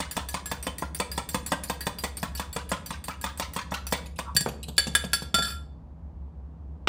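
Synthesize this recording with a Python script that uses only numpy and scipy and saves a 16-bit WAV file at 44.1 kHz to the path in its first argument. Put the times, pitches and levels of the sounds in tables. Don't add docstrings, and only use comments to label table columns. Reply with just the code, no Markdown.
import sys
import numpy as np
from scipy import signal
from scipy.fft import rfft, irfft
from scipy.io import wavfile

SR = 44100
rng = np.random.default_rng(int(sys.argv[2]) if len(sys.argv) > 2 else 0)


def wav_out(sig):
    wavfile.write(sys.argv[1], SR, np.round(np.clip(np.atleast_2d(sig).T, -1, 1) * 32767).astype(np.int16))


N = 303667
RING = np.arange(SR // 4) / SR

# frequency in Hz, relative level in dB.
ROOM_TONE = [(20, -43.5), (33, -23), (48, -1.5), (82, 3.5), (110, -9.5), (200, -10.5), (280, -13.5),
             (370, -22.5), (560, -23), (950, -26), (1400, -38), (2500, -49), (7000, -60.5), (16000, -72)]
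# centre in Hz, width in Hz, level in dB.
HUM_BANDS = [(69.1, 16, -46.5), (161, 15, -54)]
# frequency in Hz, t60 in seconds.
ROOM_DECAY = [(150, 0.73), (1000, 0.39), (4000, 0.4), (9000, 0.31), (15000, 0.21)]

# frequency in Hz, relative level in dB.
WOOD_COLOUR = [(70, -27.5), (175, 9.5), (300, -6), (520, 1), (900, -4), (1250, -7.5), (1900, -15),
               (5000, -27.5), (15000, -39.5)]
JAR_COLOUR = [(80, -2), (280, -0.5), (700, -3.5), (1100, 2.5), (1800, -2.5), (3100, -3), (4500, -11),
              (7000, -22), (8400, -21), (10000, -40), (15000, -42)]
CRACK_COLOUR = [(100, -10), (500, 5.5), (1200, -2.5), (1900, 4.5), (4800, 2.5), (6400, -8), (8000, -3.5),
                (11500, -16), (13200, -17.5), (14600, -4), (16000, -13.5)]
DROP_COLOUR = [(200, -20), (600, -8), (1000, 5), (1800, -1), (3500, -0.5), (6000, -3.5), (8600, -13),
               (11500, -23), (13200, -30.5), (14800, -24.5), (16000, -23)]
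SCRATCH_COLOUR = [(200, -1), (1000, -3.5), (2000, -2), (3900, -4.5), (4600, -2), (6400, -14), (8500, 1),
                  (12300, -1), (14000, 0.5), (15500, -10), (16500, -26)]
SLAP_COLOUR = [(60, -25.5), (170, 1), (360, -11), (520, 2.5), (1050, 4), (1500, -13.5), (2200, -7),
               (3600, -11), (6300, -12.5), (8600, -8), (11000, -19), (13200, -27.5), (14800, -19.5),
               (16000, -27)]

# frequency in Hz, relative level in dB.
WALL_MODES = [(1375, -2.5), (1660, -2.5), (1850, -16), (2470, -14), (2980, -17), (3130, -16), (3495, 1),
              (4480, -5), (4555, 0), (5250, -14), (5335, -9), (6050, -19), (7240, -5), (7615, -8),
              (7770, -13), (8300, -17), (8555, -5), (8870, -13), (9880, -14), (10815, -9), (11300, -17),
              (11730, -17), (12550, -20), (14130, -18), (14450, -16), (15250, -18)]
# frequency in Hz, relative level in dB, t60 in seconds.
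JAR_RING_MODES = [(281, -1.5, .15), (500, -4.5, 0.11), (924, 1.5, 0.11), (1036, -5, 0.11),
                  (1286, -2, 0.087), (2360, -4, .1), (3170, -6, 0.088)]
TINE_MODES = [(1670, -10, 0.21), (1880, -11.5, .07), (2570, -13, 0.044), (3520, -11.5, 0.04),
              (4573, 2.5, 0.096), (4740, -2.5, .06), (5890, -8.5, 0.084), (7130, -5.5, 0.072),
              (7630, -3, 0.16), (8540, 5, 0.06), (9690, -3.5, 0.053), (10060, -1, 0.048),
              (10970, -1, 0.076), (11000, -8, 0.045), (12140, -2.5, 0.049), (14700, -6.5, 0.06),
              (15700, -11.5, .05)]
TIP_MODES = [(8630, 9.5, 0.08), (14450, 1, 0.065), (14720, -17, 0.074), (15100, -5, .07)]
HOLLOW_MODES = [(182, -4.5, 0.092), (250.6, -12, 0.107), (295.3, -12.5, 0.11), (481.5, -8.5, 0.086),
                (523.5, -14, 0.11), (584, -10.5, 0.12), (741.5, -19, 0.11), (894, -2, 0.091),
                (972, -6, 0.14), (1023, -2.5, 0.11), (1244, -4.5, 0.047), (1324, -14, 0.051),
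                (1685, -4.5, 0.051), (1882, -0.5, 0.035), (2520, -9.5, 0.078), (3473, -6, 0.078)]

# start
# in seconds, level in dB, tilt in dB per octave.
COUNTER_KNOCKS = [(4.352, -30.5, -9.5), (4.409, -31.5, -6.5), (4.4621, -24.5, -1), (4.483, -34, -4),
                  (4.685, -37, -5)]
# start in seconds, relative level in dB.
JAR_LANDING = (6.8738, -22)
# start in seconds, relative level in dB.
RIM_RATTLES = [(5.351, -44), (5.415, -31), (5.468, -37)]
# start in seconds, level in dB, ring time factor, tilt in dB per octave,
# lowest mode against the next in dB, ring of the tines in dB.
FORK_CLINKS = [(4.3655, -20.5, 0.16, 5, -20.5, 2), (4.408, -29.5, 0.26, 6.5, -3.5, -2),
               (4.7806, -14, .75, .5, -15.5, -12), (4.9511, -15.5, 0.69, -1.5, -4.5, -12),
               (5.1324, -16, 1, 2.5, 0.5, -16), (5.3428, -17, 2.6, -1.5, 17, -11.5)]
# start in seconds, level in dB, first and last pitch in Hz,
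# length in seconds.
AIR_GULPS = [(0.04, -51, 1107, 1020, 0.077), (0.364, -41, 1156, 1035, 0.036),
             (2.748, -50, 1510, 1280, 0.048), (3.088, -36.5, 1260, 1331, 0.034),
             (3.774, -40.5, 1280, 1370, 0.027), (4.252, -32.5, 1267, 1054, 0.064)]
# start in seconds, level in dB.
LONE_SQUELCHES = [(2.373, -40.5), (3.739, -40.5), (4.059, -48), (4.159, -52), (4.485, -41.5), (4.629, -39),
                  (4.682, -42)]
# time in seconds, relative splash level in dB.
SPLASH_LEVELS = [(0, -32), (.35, -34), (.7, -43.5), (1.3, -46.5), (2.7, -34), (3.05, -36.5), (3.24, -29.5),
                 (3.72, -26.5), (3.93, -30.5), (4.2, -60)]
# time the fork reaches the bottom in seconds, relative level in dB,
# slide down the wall before it in seconds, cushioning by the egg in dB.
FORK_STROKES = [(.002, -22.5, .05, -3.5), (0.1663, -22, 0.055, 0.5), (0.3416, -22, .0544, -1.5),
                (.5139, -22, 0.056, -2.5), (.667, -22, 0.04, 2), (0.8222, -22, 0.039, 12.5),
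                (0.9994, -18.5, 0.052, 0.5), (1.177, -20.5, 0.061, -1.5), (1.3445, -18, 0.055, -1.5),
                (1.5189, -16.5, 0.056, 4), (1.6973, -20, .0612, 0), (1.8666, -19.5, .0591, 0.5),
                (2.037, -21.5, 0.051, -2.5), (2.229, -20.5, 0.059, 2.5), (2.396, -23.5, 0.045, 0.5),
                (2.5626, -22.5, 0.034, 1.5), (2.716, -18.5, .0242, 0), (2.905, -26, 0.044, -1),
                (3.082, -26, 0.041, 0.5), (3.2403, -22, 0.027, -1.5), (3.397, -22, 0.022, -1.5),
                (3.5624, -22.5, 0.027, -0.5), (3.7184, -23, 0.0051, 10), (3.923, -16.5, 0.055, -1.5),
                (4.1883, -23.5, 0.0051, -0.5)]


def amp(db):
    return 10 ** (np.asarray(db) / 20)


def unit(x):
    return x / np.sqrt(np.mean(x ** 2) + 1e-20)


def struck(x):
    return x / np.sqrt(np.mean(x[:SR // 100] ** 2) + 1e-20)


def read(points, hz):
    f, value = np.transpose(points)
    return np.interp(np.log(hz + 1), np.log(f), value)


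def add(mix, s, sound):
    start = round(s * SR)
    sound = sound[max(-start, 0):]
    part = mix[max(start, 0):][:len(sound)]
    part += sound[:len(part)]


def click(colour, size=4096):
    cepstrum = irfft(np.log(amp(read(colour, np.fft.rfftfreq(size, 1 / SR)))))
    cepstrum[1:size // 2] *= 2
    cepstrum[size // 2 + 1:] = 0
    pulse = irfft(np.exp(rfft(cepstrum)))
    return pulse / np.linalg.norm(pulse)


def through(x, response):
    return signal.fftconvolve(x, response)[:len(x)]


def scatter(t60, direct):
    taps = rng.standard_normal(len(RING)) * (rng.random(len(RING)) < .25) * amp(-60 * RING / t60)
    taps /= np.linalg.norm(taps)
    taps[0] += direct
    return taps


def contact(sound, t60, direct):
    return struck(through(scatter(t60, direct), sound))


def ring(modes, length=1, shape_db=0, vary_db=2, detune=.002):
    hz, db, t60 = np.transpose(modes)
    size, shift, sign = rng.standard_normal((len(hz), 3)).T
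    waves = np.sin(2 * np.pi * np.outer(hz * (1 + detune * shift), RING))
    waves *= amp(-60 * RING / np.maximum(t60 * length, .03)[:, None])
    weights = np.sign(sign) * amp(db + shape_db + vary_db * size)
    return struck(weights @ waves)


def wall(length):
    return [(hz, db, length * .14 * (hz / 2000) ** -.22) for hz, db in WALL_MODES]


def grains(per_s, rise, fall, spread_db):
    sizes = amp(spread_db * np.minimum(rng.exponential(1, len(RING)), 4))
    sizes *= rng.choice([-1, 1], len(RING))
    envelope = (1 - np.exp(-RING / rise)) * np.exp(-RING / fall)
    shower = sizes * (rng.random(len(RING)) < per_s / SR) * envelope
    return shower / np.sqrt(np.sum(shower ** 2) / (fall * SR) + 1e-20)


def bubbles(low_hz, high_hz, spread_s, cycles, glide, count):
    out, t = np.zeros(len(RING)), RING[:SR // 25]
    when, size, loud = rng.random((3, count, 1))
    hz = low_hz * (high_hz / low_hz) ** size
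    fade = np.exp(-t * hz / cycles)
    phase = 2 * np.pi * np.cumsum(hz * (1 + glide * (1 - fade)), 1) / SR
    pops = amp(-8 * loud) * (1 - fade ** 4) * fade * np.sin(phase)
    for delay, pop in zip(spread_s * when[:, 0] ** 1.5, pops):
        add(out, delay, pop)
    out = through(out, scatter(t60=.048, direct=.73))
    return out / np.sqrt(np.sum(out ** 2) / (SR // 100))


def background():
    hz = np.fft.rfftfreq(N, 1 / SR)
    out = amp(-46.5) * unit(irfft(rfft(rng.standard_normal(N)) * amp(read(ROOM_TONE, hz)), N))
    for centre_hz, width_hz, db in HUM_BANDS:
        resonance = 1 / (1 + (2 * (hz - centre_hz) / width_hz) ** 4)
        out += amp(db) * unit(irfft(rfft(rng.standard_normal(N)) * resonance, N))
    steady_hum = np.sin(2 * np.pi * HUM_BANDS[0][0] * np.arange(N) / SR)
    return out + amp(-41.5) * steady_hum


def kitchen(x):
    hz, t, noise = signal.stft(rng.standard_normal(SR // 2), SR, nperseg=256)
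    tail = signal.istft(noise * amp(-60 * t / read(ROOM_DECAY, hz)[:, None]), SR)[1]
    tail *= 1 - np.exp(-np.arange(len(tail)) / SR / .0058)
    return through(x, tail / np.linalg.norm(tail))


def bump_times(stood_s=4.5, half_turn_s=.089):
    return [s + half_turn_s for s, *_ in FORK_CLINKS[:-1] if s > stood_s]


def bounce_times(first_gap_s=.043, shrink=.85, count=6):
    return FORK_CLINKS[-1][0] + np.cumsum(first_gap_s * shrink ** np.arange(count))


def jar():
    out = np.zeros(N)
    s, db = JAR_LANDING
    thud = contact(click(JAR_COLOUR), t60=.23, direct=.2)
    add(out, s, amp(db) * (amp(3.5) * thud + amp(.5) * ring(JAR_RING_MODES, vary_db=0)))
    return out


def counter():
    out = np.zeros(N)
    bumps = [(s, -32.5, -4.5) for s in bump_times()]
    drop = [(FORK_CLINKS[-1][0], -27, -3), (bounce_times()[0], -31.5, -3)]
    for s, db, tilt_db in COUNTER_KNOCKS + bumps + drop:
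        colour = [(hz, level + tilt_db * np.log2(hz / 500)) for hz, level in WOOD_COLOUR]
        add(out, s, amp(db) * contact(click(colour), t60=.14, direct=.86))
    return out


def rattle():
    out = np.zeros(N)
    for s, db in RIM_RATTLES:
        china = ring(wall(length=.53), vary_db=4.5, detune=.0086)
        metal = ring(TINE_MODES, length=.63, vary_db=11, detune=.029)
        taps = grains(per_s=420, rise=.0033, fall=.025, spread_db=3.5)
        add(out, s, .4 * amp(db) * unit(through(taps, china + amp(-12) * metal)))
    return out


def clinks():
    out, crack_pulse = np.zeros(N), click(CRACK_COLOUR)
    octaves = np.log2(np.transpose(WALL_MODES)[0] / 4000)
    bumps = [(s, -41.5, 1.3, 2, -14, -27) for s in bump_times()]
    bounces = [(s, -27 - 2.7 * k, 1.62, -.5, 9.5, -28) for k, s in enumerate(bounce_times())]
    for s, db, length, tilt_db, lowest_db, tines_db in FORK_CLINKS + bumps + bounces:
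        shape_db = tilt_db * octaves
        shape_db[:2] += lowest_db * np.array([.5, -.5])
        china = amp(-3) * ring(wall(length), shape_db=shape_db, vary_db=3.5, detune=.00076)
        short_ring = ring(wall(length=.45), shape_db=shape_db, vary_db=7.5, detune=.0058)
        clash = amp(-5.5) * contact(short_ring, t60=.056, direct=.59)
        tine_ring = ring(TINE_MODES, vary_db=-.5, detune=.0085)
        metal = amp(tines_db) * contact(tine_ring, t60=.026, direct=.55)
        hardness = amp(.11 * (db + 15))
        crack = amp(-11.5) * hardness * contact(crack_pulse, t60=.09, direct=.11)
        add(out, s, amp(db) * (china + clash + metal + crack))
    return out


def gulps():
    out, lowpass = np.zeros(N), signal.butter(2, 90, fs=SR, output="sos")
    for s, db, first_hz, last_hz, length_s in AIR_GULPS:
        progress = np.minimum(RING / length_s, 1)
        hz = last_hz + (first_hz - last_hz) * (1 - progress) ** 2
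        flutter = unit(signal.sosfilt(lowpass, rng.standard_normal(len(RING))))
        tone = np.sin(np.pi * progress) * (.6 + .8 * flutter) * np.sin(2 * np.pi * np.cumsum(hz) / SR)
        add(out, s, amp(db) * through(tone, scatter(t60=.1, direct=.92)))
    return out


def squelches(lead_s=.017, loss_db=4.5):
    out = np.zeros(N)
    leading = [(s - lead_s, -41 - k * loss_db) for k, (s, *_) in enumerate(FORK_CLINKS[:-1])]
    bumps = [(s, -37.5 - k * loss_db) for k, s in enumerate(bump_times())]
    for s, db in LONE_SQUELCHES + leading + bumps:
        froth = bubbles(low_hz=2380, high_hz=5900, spread_s=.014, cycles=4.9, glide=.044, count=14)
        fizz = bubbles(low_hz=6000, high_hz=13000, spread_s=.011, cycles=4.1, glide=.16, count=10)
        add(out, s, amp(db) * (froth + amp(-1) * fizz))
    return out


def splashes():
    out, drop_pulse = np.zeros(N), click(DROP_COLOUR)
    for s, *_ in FORK_STROKES:
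        thrown_db = np.interp(s, *np.transpose(SPLASH_LEVELS))
        for delay_s, db in [(.02, -5.5), (.046, -13.5)]:
            shower = grains(per_s=1100, rise=.0036, fall=.0074, spread_db=2.5)
            drops = through(through(shower, scatter(t60=.056, direct=.46)), drop_pulse)
            froth = bubbles(low_hz=883, high_hz=4024, spread_s=.02, cycles=9.7, glide=.12, count=8)
            add(out, s + delay_s, amp(thrown_db + db) * (drops + froth))
    return out


def tines(usual_blow_db=-21, usual_slide_s=.05):
    out, scratch = np.zeros(N), click(SCRATCH_COLOUR)
    for blow_s, blow_db, slide_s, _ in FORK_STROKES:
        s = blow_s - slide_s
        if s <= 0:
            continue
        db = -23 + .27 * (blow_db - usual_blow_db) + 4 * np.log2(slide_s / usual_slide_s) - .6 * blow_s
        tick = amp(-15.5) * contact(scratch, t60=.114, direct=.29)
        metal = amp(-11.5) * contact(ring(TINE_MODES, vary_db=7.5, detune=.009), t60=.025, direct=1.1)
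        slide = amp(-21) * through(grains(per_s=880, rise=.025, fall=.014, spread_db=3.5), scratch)
        china = amp(-23.5) * ring(wall(length=.44), vary_db=11, detune=.004)
        add(out, s, amp(db) * (tick + metal + slide + china))
        froth = bubbles(low_hz=3720, high_hz=6500, spread_s=.038, cycles=6.3, glide=.09, count=3)
        add(out, s + .016, amp(db - 25) * froth)
    return out


def beating():
    out, slap_pulse, drop_pulse = np.zeros(N), click(SLAP_COLOUR), click(DROP_COLOUR)
    for s, db, _, cushion_db in FORK_STROKES:
        slap = contact(slap_pulse, t60=.071, direct=.36)
        hollow = ring(HOLLOW_MODES, vary_db=0, detune=.015)
        china = contact(ring(wall(length=.38), vary_db=1, detune=.0044), t60=.024, direct=.51)
        froth = bubbles(low_hz=953, high_hz=4840, spread_s=.019, cycles=11, glide=.097, count=7)
        spray = through(grains(per_s=1000, rise=.007, fall=.021, spread_db=2.5), drop_pulse)
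        tips = ring(TIP_MODES, vary_db=9.5, detune=.0107)
        blow = amp(-4) * slap + amp(-5) * hollow + amp(-13.5) * china
        blow += amp(-10.5) * froth + amp(-22.5) * spray + amp(-15) * tips
        blow *= 1 - np.exp(-RING / .00074)
        bass_db = 7 + .25 * cushion_db - .64 * s
        cushion = click([(200, bass_db), (700, 0), (1500, 0), (5000, -cushion_db)])
        add(out, s, amp(db - 4.5) * struck(through(blow, cushion)))
        fizz = bubbles(low_hz=4410, high_hz=14500, spread_s=.009, cycles=6, glide=.059, count=8)
        add(out, s - .011, amp(db - 24.5) * fizz)
    return out


def scene():
    near = tines() + beating() + splashes() + squelches() + gulps()
    near += clinks() + rattle() + counter() + jar()
    return (near + amp(-11) * kitchen(near) + background())[None]


def record(dry):
    lowpass = signal.firwin(255, 15900, window=("kaiser", 8), fs=SR)
    return signal.oaconvolve(dry, lowpass[None], "same", axes=1)


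dry = scene()
out = record(dry)
wav_out(out)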